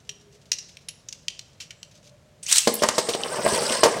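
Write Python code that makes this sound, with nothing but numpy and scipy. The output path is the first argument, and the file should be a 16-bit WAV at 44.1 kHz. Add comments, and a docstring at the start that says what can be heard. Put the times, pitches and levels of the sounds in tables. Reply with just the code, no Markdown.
"""A toy spinning top drops into a thin plastic arena, bounces, clips a second top and circles the bowl,
its tip rumbling and scraping, until it slams into the wall. Each blow cracks and sets the shell booming.
Before that, small plastic parts click as it is fitted to its launcher, and a toothed ripcord rattles
over the gear to spin it up. A hard-floored room rings behind it all."""
import sys
import numpy as np
from scipy import signal
from scipy.fft import rfft, irfft, next_fast_len
from scipy.io import wavfile
from scipy.ndimage import uniform_filter1d, map_coordinates

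SR = 44100
rng = np.random.default_rng(int(sys.argv[2]) if len(sys.argv) > 2 else 0)


def materialize(psi):
    """Save the field psi as 16-bit PCM at rate SR to the path in sys.argv[1].

    A 1-D psi becomes a single channel; in a 2-D psi each row is a channel.
    """
    bounded = np.clip(np.atleast_2d(psi).T, -1, 1)
    quanta = np.round(bounded * 32767).astype(np.int16)
    wavfile.write(sys.argv[1], SR, quanta)


N = 176400

# top hits arena: start_s, boom_db, boom_centre_hz, boom_decay_s, crack_db, crack_decay_s
ARENA_STRIKES = [(2.673, -12, 269, 0.015, -16.5, 0.01), (2.821, -16, 400, 0.026, -21.5, 0.02),
                 (2.835, -14, 1150, 0.013, -19.5, 0.0045), (2.887, -22, 1250, 0.028, -16.5, 0.004),
                 (2.981, -17, 740, 0.0098, -17, 0.0097), (3.087, -21, 380, 0.01, -22, 0.017),
                 (3.149, -24.5, 364, 0.0034, -31, 0.0037), (3.833, -8, 790, 0.027, -12, 0.014),
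                 (3.859, -11.5, 462, 0.016, -24.5, 0.0066)]
# arena shell: centre_hz, width_hz, gain_db
SHELL_MODES = [(168.9, 45, -6.5), (234.4, 41, -5), (400, 43, -0.5), (479, 48, 2), (599, 46, 2.5),
               (639, 48, -0.5), (921, 24, -5), (1052, 68, -4), (1191, 26, -4), (1550, 45, -10.5),
               (1920, 610, -10.5)]
# crack of a blow: freq_hz, gain_db
CRACK_SPECTRUM = [(100, -2.5), (500, 13), (1500, 0.5), (5500, 7), (8800, 0), (11500, -9), (15500, -18)]
# circling tip: time_s, rumble_db, scrape_db, bowl_hz
TIP_PATH = [(2.72, -51, -38.5, 480), (3.28, -32, -43, 442.1), (3.365, -29.5, -34, 610),
            (3.40, -30, -42, 500), (3.47, -24, -36, 570), (3.54, -24, -28.5, 560),
            (3.61, -26.5, -31.5, 440), (3.73, -24, -27.5, 520), (3.80, -30, -35, 600),
            (3.98, -32, -45, 560)]
# resonances under the tip: ratio_to_bowl_hz, gain_db
BOWL_MODES = [(1, -11), (1.799, -11), (2.9, -13)]
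# tip on plastic: freq_hz, gain_db
SCRAPE_SPECTRUM = [(900, -29.5), (2000, -15), (2900, 2), (3700, -2), (5300, 6.5), (6700, -4), (15000, -30)]
# knocks on the top's metal ring: start_s, level_db, cutoff_hz
RING_KNOCKS = [(.886, -38, 11900), (2.74, -25.5, 16500), (2.753, -28.5, 15000)]
# metal ring: centre_hz, gain_db
METAL_MODES = [(9700, -11), (10950, 2), (13330, 3), (14300, 1)]
# cord pull, then freewheeling gear: time_s, level_db
PULL_ENVELOPE = [(2.45, -50), (2.492, -28), (2.52, -19.5), (2.541, -23.5), (2.556, -17.5), (2.60, -26.5),
                 (2.65, -34), (2.8, -53.5)]
# teeth on the gear: freq_hz, gain_db
RATCHET_SPECTRUM = [(200, -27), (1050, -8.5), (2900, 3.5), (8500, 7.5), (10500, -4.5), (15800, -12)]
# latch and cord, then top against top: start_s, level_db, ring_hz, boost_db, decay_s
PART_CLICKS = [(0.092, -31, 3240, 7.5, 0.004), (.517, -18.5, 6100, 7.5, 0.0037),
               (0.528, -28, 6000, 9, 0.0081), (0.585, -32.5, 5830, 14, 0.0063),
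               (0.77, -43, 2300, 7, 0.0021), (0.885, -32.5, 2820, 2, 0.0064),
               (1.086, -34.5, 5960, 7.5, 0.0044), (1.126, -34.5, 5900, 5.5, 0.0037),
               (1.2824, -24, 3330, 14.5, 0.0018), (1.392, -36, 4000, 8.5, 0.0027),
               (1.601, -33.5, 1380, 0, 0.019), (1.706, -38.5, 1810, 12, 0.0056),
               (1.830, -39, 3400, 7, 0.0014), (2.428, -34, 8830, 22.5, 0.015),
               (2.464, -30, 6300, 14, 0.0061), (2.525, -12.5, 8400, 14, 0.0035),
               (2.582, -11.5, 8670, 20.5, 0.0037), (3.135, -26.5, 3300, 17, 0.0064),
               (3.235, -25.5, 3020, 12.5, 0.0017)]
# small plastic parts: freq_hz, gain_db
PLASTIC_SPECTRUM = [(200, -29.5), (1200, -17.5), (2600, -2.5), (6200, 1), (11000, -17), (15500, -28)]
# sharp modes of launcher and top: centre_hz, width_hz, boost_db
PLASTIC_MODES = [(2860, 360, 2.5), (5710, 110, 6)]
# faint narrow-band swells: peak_s, half_length_s, centre_hz, level_db
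FAINT_SWELLS = [(0.2, 0.35, 415, -63), (2.2, 0.39, 598, -63.5), (1.83, 0.068, 7500, -64.5)]
# room decay: freq_hz, t60_s
ROOM_T60 = [(150, 0.8), (8500, 0.52), (15000, 0.1)]
# room noise: freq_hz, gain_db
NOISE_SPECTRUM = [(50, -8), (145, 1), (300, -14.5), (600, -11), (800, -19.5), (7200, -28.5), (15800, -46)]

HIT_SAMPLES = 8192
BOOM_HALF_WIDTH_OCT = 1.12
SPIN_HZ, SPIN_DEPTH, SKIPS_PER_S = 69, 0.17, 2500
SIZZLE_HZ, SIZZLE_WIDTH_HZ, BOWL_WIDTH_HZ, FLARE_DB = 8340, 1540, 66, 4
METAL_WIDTH_HZ, PING_DECAY_S, CLICK_WIDTH_HZ = 240, 0.0028, 1130
PEAK_TEETH_PER_S, PEAK_WHINE_HZ, WHINE_WIDTH_HZ, WHINE_DB = 480, 4260, 500, -8.5
FIDGET_DB, FIDGETS_PER_S, FIDGET_END_S = -62.5, 31, 2.1
LAUNCHER_WET_DB, ARENA_WET_DB, EARLY_ECHO_DB, NOISE_DB = -15, -12, -13.5, -56.5
LOW_CUT_HZ, HIGH_CUT_HZ = 38, 15900


def arena_strikes():
    """Each blow cracks and sets the thin shell booming."""
    out = np.zeros(N)
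    for start_s, boom_db, centre_hz, boom_decay_s, crack_db, crack_decay_s in ARENA_STRIKES:
        boom = lambda hz: shell_gain(hz) / (1 + (np.log2((hz + 1) / centre_hz) / BOOM_HALF_WIDTH_OCT) ** 2)
        add_contact(out, start_s, boom_db, boom_decay_s, boom, push=0.9)
        add_contact(out, start_s, crack_db, crack_decay_s, spectrum(CRACK_SPECTRUM))
    return out


def shell_gain(hz):
    """Arena modes, summed in power."""
    return np.sqrt(sum(mode_power(hz, *mode) for mode in SHELL_MODES))


def circling_tip():
    """The tip skips over the bowl, pressing harder once a turn; resonances shift as it travels."""
    t = np.arange(N) / SR
    pressure = (1 + SPIN_DEPTH * np.cos(2 * np.pi * SPIN_HZ * t)) * amp(1.54 * wobble(33))
    tip_gain = lambda hz: mode_power(hz, SIZZLE_HZ, SIZZLE_WIDTH_HZ)
    rumble, scrape, sizzle = [flare(colour(pressure * grains(SKIPS_PER_S, spread_db=4.5), body), FLARE_DB)
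                              for body in (shell_gain, spectrum(SCRAPE_SPECTRUM), tip_gain)]
    rumble_db, scrape_db, bowl_hz = [curve(TIP_PATH, column) for column in (1, 2, 3)]
    bowl = sum(amp(db) * noise_band(ratio * bowl_hz, np.sqrt(ratio) * BOWL_WIDTH_HZ)
               for ratio, db in BOWL_MODES)
    landed = t > ARENA_STRIKES[0][0]
    return landed * (unit_rms(rumble + bowl) * amp(rumble_db) + (scrape + sizzle) * amp(scrape_db))


def ring_pings():
    """The top's metal ring clinks; a harder contact reaches higher modes."""
    out = np.zeros(N)
    metal = lambda hz: np.sqrt(sum(mode_power(hz, f, METAL_WIDTH_HZ, db) for f, db in METAL_MODES))
    for start_s, level_db, cutoff_hz in RING_KNOCKS:
        body = lambda hz: metal(hz) / (1 + (hz / cutoff_hz) ** 20) ** 2
        add_contact(out, start_s, level_db, PING_DECAY_S, body)
    return out


def ripcord():
    """Uneven teeth rattle over the gear, whose whine rises with speed; the gear then runs down."""
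    t = np.arange(N) / SR
    level = amp(curve(PULL_ENVELOPE))
    speed = np.sqrt(level / level.max())
    tooth_phase = (np.cumsum(PEAK_TEETH_PER_S * speed) / SR) % 1
    teeth = rng.standard_normal(N) * np.exp(-tooth_phase / 0.5) * amp(1.8 * wobble(260))
    rattle = unit_rms(colour(teeth, spectrum(RATCHET_SPECTRUM)))
    whine = amp(WHINE_DB) * noise_band(PEAK_WHINE_HZ * np.sqrt(speed), WHINE_WIDTH_HZ)
    turning = (t > PULL_ENVELOPE[0][0]) * (t < PULL_ENVELOPE[-1][0])
    return (rattle + whine) * level * turning


def part_clicks():
    """Small hard contacts, each with one leading resonance."""
    out = np.zeros(N)
    for start_s, level_db, ring_hz, boost_db, decay_s in PART_CLICKS:
        body = lambda hz: plastic_gain(hz) * np.sqrt(1 + mode_power(hz, ring_hz, CLICK_WIDTH_HZ, boost_db))
        add_contact(out, start_s, level_db, decay_s, body)
    return out


def plastic_gain(hz):
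    """Small plastic parts: a broad body with two sharp modes."""
    peaks = sum(mode_power(hz, *mode) for mode in PLASTIC_MODES)
    return spectrum(PLASTIC_SPECTRUM)(hz) * np.sqrt(1 + peaks)


def fidgeting():
    """Loose parts tick and rub faintly while the top is fitted to the launcher."""
    touches = np.abs(grains(FIDGETS_PER_S, spread_db=2.5))
    envelope = signal.lfilter([1], [1, -np.exp(-1 / (0.014 * SR))], touches)  # 14 ms decay
    rubbing = colour(envelope * rng.standard_normal(N), spectrum(PLASTIC_SPECTRUM))
    held = np.arange(N) / SR < FIDGET_END_S
    return amp(FIDGET_DB) * held * unit_rms(rubbing)


def faint_swells():
    """Narrow-band swells: two low wavering hums and one brief high hiss."""
    t = np.arange(N) / SR
    return sum(amp(db) * np.exp(-((t - peak_s) / half_s) ** 2) * noise_band(hz, hz / 10)
               for peak_s, half_s, hz, db in FAINT_SWELLS)


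def early_echoes(x):
    """Reflections from the floor and a nearby panel."""
    t = np.arange(HIT_SAMPLES) / SR
    echoes = grains(970, spread_db=13.0)[:HIT_SAMPLES] * np.exp(-t / 0.049) * (t > 0.004)
    return signal.fftconvolve(x, echoes / np.linalg.norm(echoes))[:N]


def room_tail(x):
    """Diffuse reverberation; the treble dies first."""
    hz, t, bins = signal.stft(rng.standard_normal(SR), SR, nperseg=256)
    decay = amp(-60 * t / log_interp(ROOM_T60, hz)[:, None])
    onset = 1 - np.exp(-t / 0.0009)
    tail = signal.istft(bins * decay * onset, SR, nperseg=256)[1]
    return signal.fftconvolve(x, tail / np.linalg.norm(tail))[:N]


def room_noise():
    """Low, steady noise."""
    return amp(NOISE_DB) * unit_rms(colour(rng.standard_normal(N), spectrum(NOISE_SPECTRUM)))


def add_contact(out, start_s, level_db, decay_s, body, push=0):
    """Chatter and an optional clean push through a body; level_db is the energy spread over 10 ms."""
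    t = np.arange(HIT_SAMPLES) / SR
    force = rng.standard_normal(HIT_SAMPLES) * np.exp(-t / decay_s) * (1 - np.exp(-t / (0.13 * decay_s)))
    force[0] += push * np.linalg.norm(force)
    hit = colour(force, body)
    hit *= amp(level_db) * np.sqrt(SR / 100) / np.linalg.norm(hit)
    span = out[round(start_s * SR):][:HIT_SAMPLES]
    span += hit[:len(span)]


def grains(per_s, spread_db):
    """Random tiny impacts of scattered size."""
    impulses = (rng.random(N) < per_s / SR) * rng.choice([-1, 1], N)
    return impulses * amp(spread_db * np.clip(rng.standard_normal(N), -2, 2))


def flare(x, depth_db):
    """Bands swell and fade at random; rms 1."""
    bins = signal.stft(x, nperseg=256)[2]
    field = uniform_filter1d(rng.standard_normal(bins.shape), size=6, axis=0)
    field = uniform_filter1d(field, size=5, axis=1)
    return unit_rms(signal.istft(bins * amp(depth_db * unit_rms(field)), nperseg=256)[1][:N])


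def noise_band(centre_hz, width_hz):
    """Narrow noise whose centre may glide; rms 1."""
    phase = 2 * np.pi * np.cumsum(centre_hz * np.ones(N)) / SR
    return unit_rms(wobble(width_hz) * np.cos(phase) + wobble(width_hz) * np.sin(phase))


def wobble(knots_per_s):
    """Smooth random curve."""
    return map_coordinates(rng.standard_normal(4096), [np.arange(N) * knots_per_s / SR], mode='wrap')


def mode_power(hz, centre_hz, width_hz, gain_db=0):
    """Power response of one resonance."""
    response = 1j * hz * width_hz / (centre_hz ** 2 - hz ** 2 + 1j * hz * width_hz)
    return np.abs(amp(gain_db) * response) ** 2


def colour(x, gain):
    """Minimum-phase filter of magnitude gain(hz)."""
    size = 2 * next_fast_len(len(x) // 2 + HIT_SAMPLES, True)
    magnitude = np.maximum(gain(np.fft.rfftfreq(size, 1 / SR)), 1e-6)
    cepstrum = irfft(np.log(magnitude))
    cepstrum[1:size // 2] *= 2
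    cepstrum[size // 2 + 1:] = 0
    return irfft(rfft(x, size) * np.exp(rfft(cepstrum)), size)[:len(x)]


def spectrum(points):
    """Gain function through (freq_hz, gain_db) points."""
    return lambda hz: amp(log_interp(points, hz))


def log_interp(points, hz):
    """Interpolate on a log frequency axis."""
    knots_hz, values = np.transpose(points)
    return np.interp(np.log(hz + 1), np.log(knots_hz + 1), values)


def curve(rows, column=1):
    """One column of a timed table, per sample."""
    rows = np.asarray(rows)
    return np.interp(np.arange(N) / SR, rows[:, 0], rows[:, column])


def amp(db):
    """Decibels to gain."""
    return 10 ** (np.asarray(db) / 20)


def unit_rms(x):
    """Scale to rms 1."""
    return x / np.sqrt(np.mean(x ** 2) + 1e-20)


def scene():
    """Launcher and arena share the room; launcher and small parts also get early echoes. Mono."""
    launcher = part_clicks() + ring_pings() + fidgeting() + ripcord()
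    arena = arena_strikes() + circling_tip()
    tail = room_tail(amp(LAUNCHER_WET_DB) * launcher + amp(ARENA_WET_DB) * arena)
    echoes = amp(EARLY_ECHO_DB) * early_echoes(launcher)
    return (launcher + arena + tail + echoes + faint_swells() + room_noise())[None]


def record(dry):
    """Soft clip near full scale, then cut the deepest bass and highest treble."""
    soft = dry / (1 + np.abs(dry) ** 6) ** (1 / 6)
    size = next_fast_len(N + HIT_SAMPLES)
    hz = np.fft.rfftfreq(size, 1 / SR)
    low_cut = 1 - np.exp(-(hz / LOW_CUT_HZ) ** 6)
    return irfft(rfft(soft, size) * low_cut * (hz < HIGH_CUT_HZ), size)[:, :N]


dry = scene()
out = record(dry)
materialize(out)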